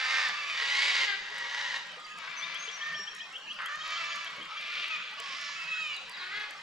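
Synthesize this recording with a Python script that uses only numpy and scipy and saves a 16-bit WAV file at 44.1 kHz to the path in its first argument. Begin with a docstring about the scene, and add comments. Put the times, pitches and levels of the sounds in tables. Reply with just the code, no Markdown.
"""Dawn on a wooded river, heard from a small boat. From the start cockatoos screech and crows wail from
the banks, as rough or clear stacks of harmonics; the trees echo every call over a bed of shaped noise.
Close by, a fishing reel ticks in noise bursts, and soon ripples plop at the hull as ringing bubbles.
Later one bird whistles high up and another pipes a run of rising chirps, both as gliding tones. Noise
bursts make a sharp click, a dull bump of the boat and a ringing tap; a few falling chips come near the end."""
import sys
import numpy as np
from scipy import signal
from scipy.fft import rfft, irfft, next_fast_len
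from scipy.io import wavfile
from scipy.ndimage import uniform_filter1d, map_coordinates

SR = 44100
rng = np.random.default_rng(int(sys.argv[2]) if len(sys.argv) > 2 else 0)


def to_wav(sig):
    """Store sig (one row per channel, or 1-D mono) as 16-bit WAV at the path in sys.argv[1].

    Samples outside -1..1 are clipped; the rate is SR.
    """
    pcm = np.clip(np.atleast_2d(sig), -1, 1) * 32767
    pcm = np.round(pcm).astype(np.int16)
    wavfile.write(sys.argv[1], SR, pcm.T)  # frames by channels


N = 291942

# throats of the screeching birds, FAR also of the distant crows: f/Hz, level/dB before levelling
HARSH = [(180, -72), (382, -13.5), (600, -19.5), (1180, -9.5), (1650, -5), (1950, 1.5), (2450, -0.5),
         (3330, -5), (3600, -4), (3900, -2), (4250, -10.5), (4750, -5), (5500, -14), (7240, -19),
         (14000, -56)]
RASPING = [(180, -69), (382, -25.5), (1250, -8), (1650, -3.5), (1860, 0.5), (2430, -0.5), (2700, -6),
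           (3200, -9), (3800, -6), (4300, -12), (4900, -9), (7240, -24.5), (14000, -54)]
NASAL = [(180, -69), (350, -23), (700, -19), (986, -8.5), (1200, -15), (1950, 1.5), (2400, -8.5),
         (3740, -7.5), (4250, -12), (6580, -20.5), (14000, -66)]
FAR = [(300, -32), (600, -15), (850, -13.5), (1200, -2), (2370, 1.5), (3580, -6), (5300, -11.5),
       (7100, -29), (14000, -56)]
DULL = [(150, -40), (900, -14), (1250, 5), (1950, 4), (2400, -5.5), (3300, -10), (5700, -27), (14000, -48)]
SHRILL = [(650, -51), (1250, 2.5), (1570, -2), (2400, 8), (2900, 8), (3700, 3.5), (5300, -7), (14000, -54)]
THIN = [(700, -47), (1150, -4.5), (1550, -7), (2200, 2), (4300, -8.5), (5300, -6), (6300, -16.5),
        (14000, -54)]
# contours of the wails, scream and caws whose pitch is drawn point by point: t/s, pitch/Hz, level/dB
ARCHED_WAIL = [(.335, 648, -50), (.38, 665, -41.5), (.46, 648, -44), (.51, 621, -35), (.56, 584, -42)]
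SCREAM = [(.57, 1010, -40), (.67, 971.4, -35), (.79, 1085, -31), (.88, 1131, -38.5), (.94, 1075, -32),
          (1.03, 1033, -31.5), (1.065, 990, -38)]
FALLING_CAW = [(1.062, 420, -36), (1.105, 402, -32), (1.18, 376, -42)]
LONG_WAIL = [(5.545, 639, -42), (5.605, 661.6, -45), (5.65, 639.4, -37.5), (5.69, 651, -38),
             (5.73, 642, -36), (5.81, 643.4, -35), (5.85, 617, -37), (5.94, 571, -38.5), (5.99, 552, -55)]
RISING_CAW = [(6.16, 357, -50), (6.23, 362.5, -43), (6.29, 370, -46), (6.36, 416, -37), (6.44, 424, -40.5),
              (6.49, 413, -64)]
# their throats: f/Hz, level/dB before levelling
WAIL_THROAT = [(200, -65), (640, -34), (1290, -12.5), (1930, -17.5), (2300, -6.5), (2580, 1.5), (2950, -4),
               (3220, -13.5), (3860, -13), (4500, -28), (5150, -20), (5800, -34), (7100, -25), (8500, -48)]
SCREAM_THROAT = [(250, -61), (1100, -15), (2100, 1), (3300, -8.5), (4500, -11.5), (5500, -20), (14000, -55)]
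CAW_THROAT = [(150, -65), (380, -23), (1200, -18), (1480, -1.5), (1700, -6), (2050, -1), (2450, -11.5),
              (2950, -13), (3400, -10), (4500, -16.5), (7000, -47)]


def amp(db):
    """Turns decibels into a gain."""
    return 10 ** (np.asarray(db) / 20)


def unit(x):
    """Scales a signal to an average strength (rms) of 1."""
    return x / np.sqrt(np.mean(x ** 2) + 1e-20)


def read(points, hz):
    """Reads a table between its points, on a logarithmic frequency axis."""
    f, value = np.transpose(points)
    return np.interp(np.log(hz + 1), np.log(f + 1), value)


def colour(x, points):
    """Makes each frequency louder or softer by a table of f/Hz and level/dB."""
    hz = np.fft.rfftfreq(x.shape[-1], 1 / SR)
    return irfft(rfft(x) * amp(read(points, hz)), x.shape[-1])


def wander(size, rate_hz):
    """Smooth random drift of rms about 1: noise whose changes faster than the given rate are weakened."""
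    n = next_fast_len(size + SR // 4)
    smoothing = 1 + (np.fft.rfftfreq(n, 1 / SR) / rate_hz) ** 4
    return unit(irfft(rfft(rng.standard_normal(n)) / smoothing, n))[:size]


def add(mix, s, sound, pan_db=0):
    """Adds a sound at a time in seconds; a positive pan_db makes the left louder than the right."""
    part = mix[:, max(round(s * SR), 0):][:, :len(sound)]
    part += amp([[pan_db / 2], [-pan_db / 2]]) * sound[:part.shape[1]]


def stack(hz, count):
    """Adds up equally strong harmonics, whole multiples of a pitch curve."""
    turns = np.cumsum(hz) / SR
    return sum(np.cos(2 * np.pi * (k * turns + rng.random())) for k in range(1, count + 1))


def glide(hz, slope, arch, size):
    """Pitch of a call: it slides through hz by the share slope and droops at both ends by the share arch."""
    u = np.linspace(-1, 1, size)
    return hz * (1 + slope * u / 2 - arch * u ** 2)


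def bend(x, speed):
    """Plays a sound at a changing speed, so all its pitches and resonances slide together."""
    return map_coordinates(x, [np.cumsum(speed)], order=3, mode="mirror")


def effort(t, peak_s, swell_db, fade_db):
    """A screech starts quickly, swells to its peak, fades and is cut off."""
    swell_curve, fade_curve = 1.48, 0.99  # powers of time that shape the swell and the fade
    attack_s, release_s = 0.016, 0.016
    before = np.clip((peak_s - t) / max(peak_s - t[0], 1 / SR), 0, 1)
    after = np.clip((t - peak_s) / max(t[-1] - peak_s, 1 / SR), 0, 1)
    edges = np.minimum((t - t[0]) / attack_s, 1) * np.minimum((t[-1] - t) / release_s, 1)
    return edges * amp(-swell_db * before ** swell_curve - fade_db * after ** fade_curve)


def screeches(jitter_hz=240, rasp=0.24, rasp_hz=170, growl_ratio=.29):
    """An unsteady syrinx: shaking harmonics, low rattle and noise, in a throat that glides with the pitch."""
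    # cockatoo screeches: start/s, loudest at/s, end/s, level at the loudest/dB, swell before/dB,
    # fade after/dB, pitch before the bend/Hz, glide/share, jitter/share, roughness/share of power,
    # left over right/dB, throat
    calls = [(-.02, 0.192, 0.32, -30, 3.5, 2.5, 931, -0.041, 0.036, 0.83, -1, RASPING),
             (0.288, .33, 0.64, -43, 7, -6.5, 1192, -0.048, 0.029, 0.55, -1, RASPING),
             (0.53, 0.888, 1.07, -29, 9, 3, 1000, 0.02, 0.013, 0.75, -0.5, HARSH),
             (1.2, 1.58, 1.785, -36, 11, -1, 985, 0.063, 0.03, 0.6, .5, NASAL),
             (2.17, 2.446, 2.96, -42.5, 4, 3.5, 1194, -0.013, 0.023, 0.73, 5.5, FAR),
             (3.585, 3.626, 3.84, -38, -1, 16, 648, -0.045, 0.025, 0.98, 0.5, DULL),
             (3.83, 3.99, 4.48, -38, 4.5, 11, 1183, -.07, 0.018, 0.79, -1, FAR),
             (4.469, 4.827, 5.21, -37, 10.5, 15, 1215, -0.023, 0.03, 0.85, 1, SHRILL),
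             (5.16, 5.356, 5.72, -40, 6.5, 8.5, 1008, -.09, 0.01194, 0.98, -3, THIN),
             (6.059, 6.43, 6.57, -46, 6, 10, 859.5, 0.059, 0.031, 0.6, 1, FAR)]
    growl_share, growl_wander = .7, .6  # rattle's share of the roughness; its waver as a share of the jitter
    throb, throb_hz = .08, 9.2  # slow swelling of the loudness
    lurch, lurch_hz = .016, 22  # slow unsteadiness of the whole voice's pitch: share, rate
    out = np.zeros((2, N))
    for start, peak_s, end, db, swell_db, fade_db, pitch, slope, jitter, rough, pan_db, throat in calls:
        t = np.arange(start, end, 1 / SR)
        n = len(t)
        hz = pitch * np.ones(n)
        tone = stack(hz * (1 + jitter * wander(n, jitter_hz)), count=12)
        rattle_hz = growl_ratio * hz * (1 + growl_wander * jitter * wander(n, 34.46))
        rattle = stack(rattle_hz, count=36)
        parts = [tone, rattle, rng.standard_normal(n)]
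        shares = np.clip([1 - rough, rough * growl_share, rough * (1 - growl_share)], 0, 1)
        voice = sum(np.sqrt(share) * unit(colour(part, throat)) for share, part in zip(shares, parts))
        voice = bend(voice, glide(0.98, slope, .05, n) * (1 + lurch * wander(n, lurch_hz)))
        voice = unit(voice * np.exp(rasp * wander(n, rasp_hz) + throb * wander(n, throb_hz)))
        call = amp(db) * voice * effort(t, peak_s, swell_db, fade_db)
        add(out, start, call[t >= 0], pan_db)
    return out


def wails(beak_octaves=0.11, jitter=0.00675, flutter=0.15):
    """Drawn-out crow notes: clean harmonics, those near the resonance of the open beak being lifted."""
    # crow wails: start/s, length/s, pitch/Hz, glide/share, arch/share, level of second harmonic/dB,
    # swell from start to end/dB, beak resonance/Hz, its boost/dB, brightness/dB per octave
    calls = [(0, 0.57, 590, -0.1, -0.005, -46.5, -6, 1200, 1.5, 1),
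             (1.556, 0.21, 501, -0.024, 0.017, -51.5, 1, 1000, 14, -3),
             (1.949, 0.26, 622.4, 0.0071, 0.041, -53, 0, 1200, 14, 0),
             (2.79, 0.24, 609.5, 0.0036, 0.035, -49.5, 1.5, 1790, 14, 1.5),
             (3.679, 0.11, 595.4, 0.072, 0.0086, -45, -2, 1870, 7, 0.5),
             (3.77, 0.23, 627.4, -0.021, 0.028, -45.5, 7, 3410, 6, 3.5),
             (3.956, 0.086, 669, -0.0476, 0.0074, -43.5, -1, 2690, 8, 2),
             (4.03, 0.242, 586.6, -0.025, 0, -47.5, -8, 1197, 0.5, 3.5),
             (4.531, 0.41, 593.7, 0.0025, .008, -58, -1, 2370, 20, 0.5),
             (4.895, 0.08, 628, -0.11, 0.025, -46, 0, 2500, 18, 1.5),
             (5.165, 0.2, 551.7, -0.0905, 0.0049, -49.5, -3, 1100, 9, 1.5),
             (5.369, 0.2, 581.3, -0.049, 0.0011, -55.5, 4, 1750, 8, 7)]
    # resonances of the crow's throat: f/Hz, level/dB before levelling
    throat = [(300, -15), (600, -16), (850, -6), (1200, 3), (1800, -3), (2500, -6.5), (3800, -13),
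              (4500, -13), (7200, -24.5), (8500, -60)]
    out = np.zeros((2, N))
    for start, length, hz, slope, arch, db, swell_db, beak_hz, boost_db, tilt_db in calls:
        n = int(length * SR)
        pitch = glide(hz, slope, arch, n) * (1 + jitter * wander(n, 98))
        partials = np.arange(1, 14)[:, None] * pitch
        octaves = np.log2(partials / beak_hz)
        beak_db = boost_db * np.exp(-.5 * (octaves / beak_octaves) ** 2)
        shape_db = read(throat, partials) + tilt_db * octaves + beak_db
        phase = 2 * np.pi * (np.cumsum(partials, 1) / SR + rng.random((len(partials), 1)))
        # row 1 is the second harmonic: all levels are relative to it
        voice = np.sqrt(2) * (amp(shape_db - shape_db[1]) * np.cos(phase)).sum(0)
        voice = voice * (1 + flutter * wander(n, 42))
        level = amp(db + swell_db * np.linspace(-.5, .5, n))
        add(out, start, voice * level * signal.windows.tukey(n, .28))
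    return out


def far_crows(count=30, db=-58, hz=610, length_s=.45, spread=.06, waver=.004):
    """Many more crows wail far along the river, each a soft harmonic stack on its own wavering pitch."""
    out, n = np.zeros((2, N)), int(length_s * SR)
    for k, (late, high, slope) in enumerate(rng.uniform(-1, 1, (count, 3))):
        pitch = glide(hz * (1 + spread * high), spread * slope, .05, n) * (1 + waver * wander(n, 22))
        call = amp(db) * unit(colour(stack(pitch, count=8), FAR)) * signal.windows.hann(n)
        add(out, (k + late) * N / SR / count, call)
    return out


def trees(x, likeness=0.29):
    """Trunks on both banks scatter the calls into a thin, long echo, built from sparse random taps."""
    # how long the echo takes to fall by 60 dB: f/Hz, time/s
    fading = [(300, 0.99), (2000, 0.8), (6500, 0.93), (12000, 0.082)]
    taps = rng.standard_normal((2, SR)) * (rng.random((2, SR)) < 1500 / SR)  # about 1500 taps a second
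    hz, t, z = signal.stft(taps + likeness * taps[::-1], SR, nperseg=256)
    tail = signal.istft(z * amp(-60 * t / read(fading, hz)[:, None]), SR, nperseg=256)[1]
    return signal.fftconvolve(x, tail / np.linalg.norm(tail[0]), axes=1)[:, :N]


def banks(x, count=4):
    """The echo fades in turn between several random tails, so its tone keeps changing."""
    turn = np.arange(N) / SR * 2 * np.pi * 2  # two rounds a second
    return sum(trees(x * np.maximum(np.cos(turn + 2 * np.pi * k / count), 0)) for k in range(count))


def bed(spectrum, db, patchy_db):
    """Diffuse noise that swells in small patches of time and pitch."""
    # how alike left and right are: f/Hz, likeness/share
    alike = [(100, 0.27), (400, 0.7), (1200, 0.89), (2400, 0.45), (4500, 0.72)]
    frames, hz = N // 512 + 5, np.fft.rfftfreq(2048, 1 / SR)
    a, b, c, d, patches = rng.standard_normal((5, frames, len(hz)))
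    patches = uniform_filter1d(patches, size=7, axis=0)
    patches = unit(uniform_filter1d(patches, size=6, axis=1))
    same = np.clip(read(alike, hz), -1, 1)
    left = a + 1j * b
    right = same * left + np.sqrt(1 - same ** 2) * (c + 1j * d)
    z = np.array([left, right]) * amp(read(spectrum, hz) + patchy_db * patches)
    noise = signal.istft(z.transpose(0, 2, 1), nperseg=2048, noverlap=1536)[1][:, :N]
    return amp(db) * unit(noise)


def reel(t60=0.0066, gain_db=4, faint_per_s=28, faint_db=-57):
    """Dry ticks from the turning reel, with fainter ones from its gears between: short bursts of noise."""
    # the loudest ticks of the reel: t/s, peak level before gain_db/dB
    loud = [(.2872, -40), (1.3838, -43), (2.1864, -44.5), (2.5461, -43), (3.1507, -40.5), (3.1637, -49),
            (3.6601, -37), (3.758, -45), (3.8781, -47), (3.9055, -45), (4.1589, -42), (4.2467, -44),
            (4.8828, -45.5), (5.2016, -35), (5.4136, -45), (5.9663, -44), (6.0965, -42.5), (6.5091, -40.5)]
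    # tone of every tick: f/Hz, level/dB before levelling
    tick_tone = [(500, -34), (2500, -30), (7000, 14.5), (12000, 1), (15500, -19)]
    out, t = np.zeros((2, N)), np.arange(2 ** 10) / SR
    lead = len(t) // 16  # samples left free ahead of the tick, as the filter spreads it both ways
    times = rng.uniform(0, N / SR, int(faint_per_s * N / SR))
    faint = [(s, faint_db + 3 * rng.standard_normal()) for s in times]
    for s, db in list(loud) + faint:
        burst = rng.standard_normal(len(t)) * amp(-60 * t / t60)
        tick = colour(np.roll(burst, lead), tick_tone)
        add(out, s - t[lead], tick / abs(tick).max() * amp(db + gain_db))
    return out


def cries(flutter=0.21, edge_s=0.013):
    """Wails, a scream and caws drawn point by point: harmonics bend through a throat and turn hoarse."""
    # calls drawn point by point: contour, throat, jitter before hoarseness widens it/share,
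    # roughness at the start/share of power, roughness at the end/share of power, left over right/dB
    calls = [(ARCHED_WAIL, WAIL_THROAT, .004, .05, .2, 0), (SCREAM, SCREAM_THROAT, 0.0116, 0.13, 0.24, -.5),
             (FALLING_CAW, CAW_THROAT, 0.0042, .03, .12, 4),
             (LONG_WAIL, WAIL_THROAT, 0.0053, 0.027, 0.44, -1),
             (RISING_CAW, CAW_THROAT, 0.004, 0.19, 0.39, 1.5)]
    break_curve = 4  # power of time by which a cry turns hoarse
    out = np.zeros((2, N))
    for curve, throat, jitter, rough_start, rough_end, pan_db in calls:
        s, hz, db = np.transpose(curve)
        t = np.arange(s[0], s[-1], 1 / SR)
        n = len(t)
        progress = np.linspace(0, 1, n) ** break_curve
        rough = np.clip(rough_start + (rough_end - rough_start) * progress, 0, 1)
        pitch = np.interp(t, s, hz) * (1 + jitter * (1 + 2 * rough) * wander(n, 114))
        partials = np.arange(1, 14)[:, None] * pitch
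        gains = amp(read(throat, partials))
        phase = 2 * np.pi * (np.cumsum(partials, 1) / SR + rng.random((len(partials), 1)))
        tone = np.sqrt(2) * (gains * np.cos(phase)).sum(0) / np.linalg.norm(gains, axis=0)
        tone = tone * (1 + flutter * wander(n, 35))
        breath = unit(colour(rng.standard_normal(n), throat))
        voice = np.sqrt(1 - rough) * tone + np.sqrt(rough) * breath
        edges = np.minimum(np.minimum(t - t[0], t[-1] - t) / edge_s, 1)
        add(out, s[0], voice * edges * amp(np.interp(t, s, db)), pan_db)
    return out


def hull(plop_db=-3, plop_t60=0.11, rise_per_s=2.2, swell_s=0.0029):
    """Bubbles ring and rise in pitch as ripples close on the hull; knocks are short filtered noise bursts."""
    # ripples plopping at the hull: t/s, peak level before plop_db and the final tone filter/dB,
    # starting pitch of the bubble/Hz
    plops = [(.617, -49, 443), (1.028, -47, 396), (1.313, -51, 415), (1.97, -49.5, 481),
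             (2.676, -48.5, 440), (2.99, -51, 397.6), (5.197, -50.5, 450)]
    # a sharp click, a dull bump in two rows and a ringing tap: t/s, level at the onset before the
    # final tone filter/dB, centre f/Hz, width/octaves, time to fall by 60 dB/s
    knocks = [(3.589, -33.5, 1850, 1, 0.018), (4.368, -55, 550, 0.3, 0.24), (4.382, -51, 259.3, 1, 0.24),
              (5.494, -46, 1010, 0.11, 0.073)]
    # final tone of the hull sounds, duller towards the top: f/Hz, level/dB
    hull_tone = [(3000, 2.5), (6000, -10), (12000, -32)]
    out, t = np.zeros((2, N)), np.arange(8192) / SR
    for s, db, hz in plops:
        ring = np.sin(2 * np.pi * hz * t * (1 + rise_per_s * t / 2))
        bubble = ring * (1 - np.exp(-t / swell_s)) * amp(-60 * t / plop_t60)
        add(out, s, amp(db + plop_db) * bubble / abs(bubble).max())
    f = np.fft.rfftfreq(len(t), 1 / SR) + 1
    lead = len(t) // 32  # samples left free ahead of the knock, as the filter spreads it both ways
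    for s, db, hz, octaves, t60 in knocks:
        body = 1 / (1 + (np.log2(f / hz) / octaves) ** 4)
        burst = np.roll(rng.standard_normal(len(t)) * amp(db - 60 * t / t60), lead)
        add(out, s - t[lead], irfft(rfft(burst) * unit(body)))
    return colour(out, hull_tone)


def whistle(hz, slope, arch, length, db, waver):
    """One nearly pure gliding note, with a slight random waver in pitch."""
    n = int(length * SR)
    pitch = glide(hz, slope, arch, n) * (1 + waver * wander(n, 150))
    tone = np.sqrt(2) * np.sin(2 * np.pi * np.cumsum(pitch) / SR)
    return amp(db) * tone * signal.windows.tukey(n, .7)


def small_birds():
    """Thin high whistles, upward slurs and fluttering, falling chips, all made of gliding pure notes."""
    # thin high whistles: start/s, length/s, pitch/Hz, glide/share, level/dB
    thin = [(2.04, 0.026, 4730, -0.06, -51), (2.358, 0.061, 6110, -0.035, -44.5),
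            (2.574, 0.095, 6370, 0.04, -48), (2.702, 0.091, 5800, 0.028, -47),
            (2.936, 0.12, 5584, 0.017, -44), (4.082, 0.047, 6600, -0.013, -53),
            (5.38, 0.13, 5280, -0.012, -52.5)]
    # a second bird's upward slurs: start/s, length/s, pitch/Hz, level/dB
    slurs = [(3.32, 0.069, 2846, -45), (3.46, 0.083, 2786, -41.5), (5.169, 0.048, 2990, -44)]
    # falling two-part chips: t/s, level before that of each part is added/dB
    chips = [(5.925, -52), (6.102, -53.5), (6.162, -52.5)]
    # the parts of a chip: delay/s, length/s, pitch/Hz, glide/share, level added to the chip's/dB
    chip_parts = [(0, 0.04, 4700, -0.04, 3), (0.026, .042, 3870, -0.15, 7.5)]
    out = np.zeros((2, N))
    for s, length, hz, slope, db in thin:
        add(out, s, whistle(hz, slope, arch=0.0033, length=length, db=db, waver=0.0037))
    for s, length, hz, db in slurs:
        add(out, s, whistle(hz, slope=0.143, arch=0.012, length=length, db=db, waver=0.0333))
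    for s, db in chips:
        for delay, length, hz, slope, part_db in chip_parts:
            note = whistle(hz, slope, arch=0.017, length=length, db=db + part_db, waver=.032)
            add(out, s + delay, note)
    return out


def pips(pan_db=4.0):
    """Rising pips: the first is high and long, then the run settles, flattens and fades."""
    # a small bird's run of pips, brisk and then slower: start/s, end/s, interval/s
    run = [(2.413, 3.26, .1308), (3.348, 4.63, .1516)]
    first_db, fade_db_per_s = -38, 2
    settled_hz, settled_s, rise_hz, flatten_per_s = 3200, 0.0286, 577, 0.2
    extra_hz, extra_s, settle_s = 370, 0.0193, 0.072  # added to the first pip; how fast that dies away
    out = np.zeros((2, N))
    times = np.concatenate([np.arange(*stretch) for stretch in run])
    for s, age in zip(times, times - times[0]):
        fresh = np.exp(-age / settle_s)
        hz = settled_hz + extra_hz * fresh
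        length = settled_s + extra_s * fresh
        slope = rise_hz * np.exp(-flatten_per_s * age) / hz
        db = first_db - fade_db_per_s * age
        add(out, s, whistle(hz, slope, arch=0.039, length=length, db=db, waver=0.0026), pan_db)
    return out


def scene():
    """Adds up the birds with their echo, the far chorus and water, and the boat."""
    # distant chorus and air: f/Hz, level/dB before levelling
    air = [(20, -18), (100, -27), (160, -19.5), (340, -20), (560, -10.5), (810, -8.5), (1200, 0.5),
           (2150, -0.5), (3200, -3.5), (7300, -19.5), (12000, -47), (15500, -79)]
    # water along the hull: f/Hz, level/dB before levelling
    wash = [(20, -4.5), (115, -44), (155, 1), (300, -11.5), (550, -3), (1200, -37)]
    cockatoos, crows, drawn_calls = screeches(), wails() + far_crows(), cries()
    small, piping = small_birds(), pips()
    to_trees = amp(-6.5) * cockatoos + amp(-6.5) * crows + amp(-7.5) * drawn_calls
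    to_trees = to_trees + amp(-5) * small + amp(-9.5) * piping
    birds = cockatoos + crows + drawn_calls + small + piping + banks(to_trees)
    background = bed(air, -46.0, patchy_db=5.5) + bed(wash, -65.5, patchy_db=4.5)
    return birds + background + reel() + hull()


def record(dry):
    """Two microphone ports slightly out of phase, then the band limit."""
    # how far left leads right: f/Hz, phase/radians
    port_phase = [(400, -.1), (1300, -.5), (2500, -1.15), (4200, -.3), (7000, -.3)]
    edge_hz = 15400  # the treble is cut off around here
    turn = np.exp(.5j * read(port_phase, np.fft.rfftfreq(N, 1 / SR)))  # half the lead on each side
    ports = irfft(rfft(dry) * np.array([turn, 1 / turn]), N)
    low_pass = signal.firwin(511, edge_hz, window=("kaiser", 9), fs=SR)
    return signal.oaconvolve(ports, low_pass[None], "same")


dry = scene()
out = record(dry)
to_wav(out)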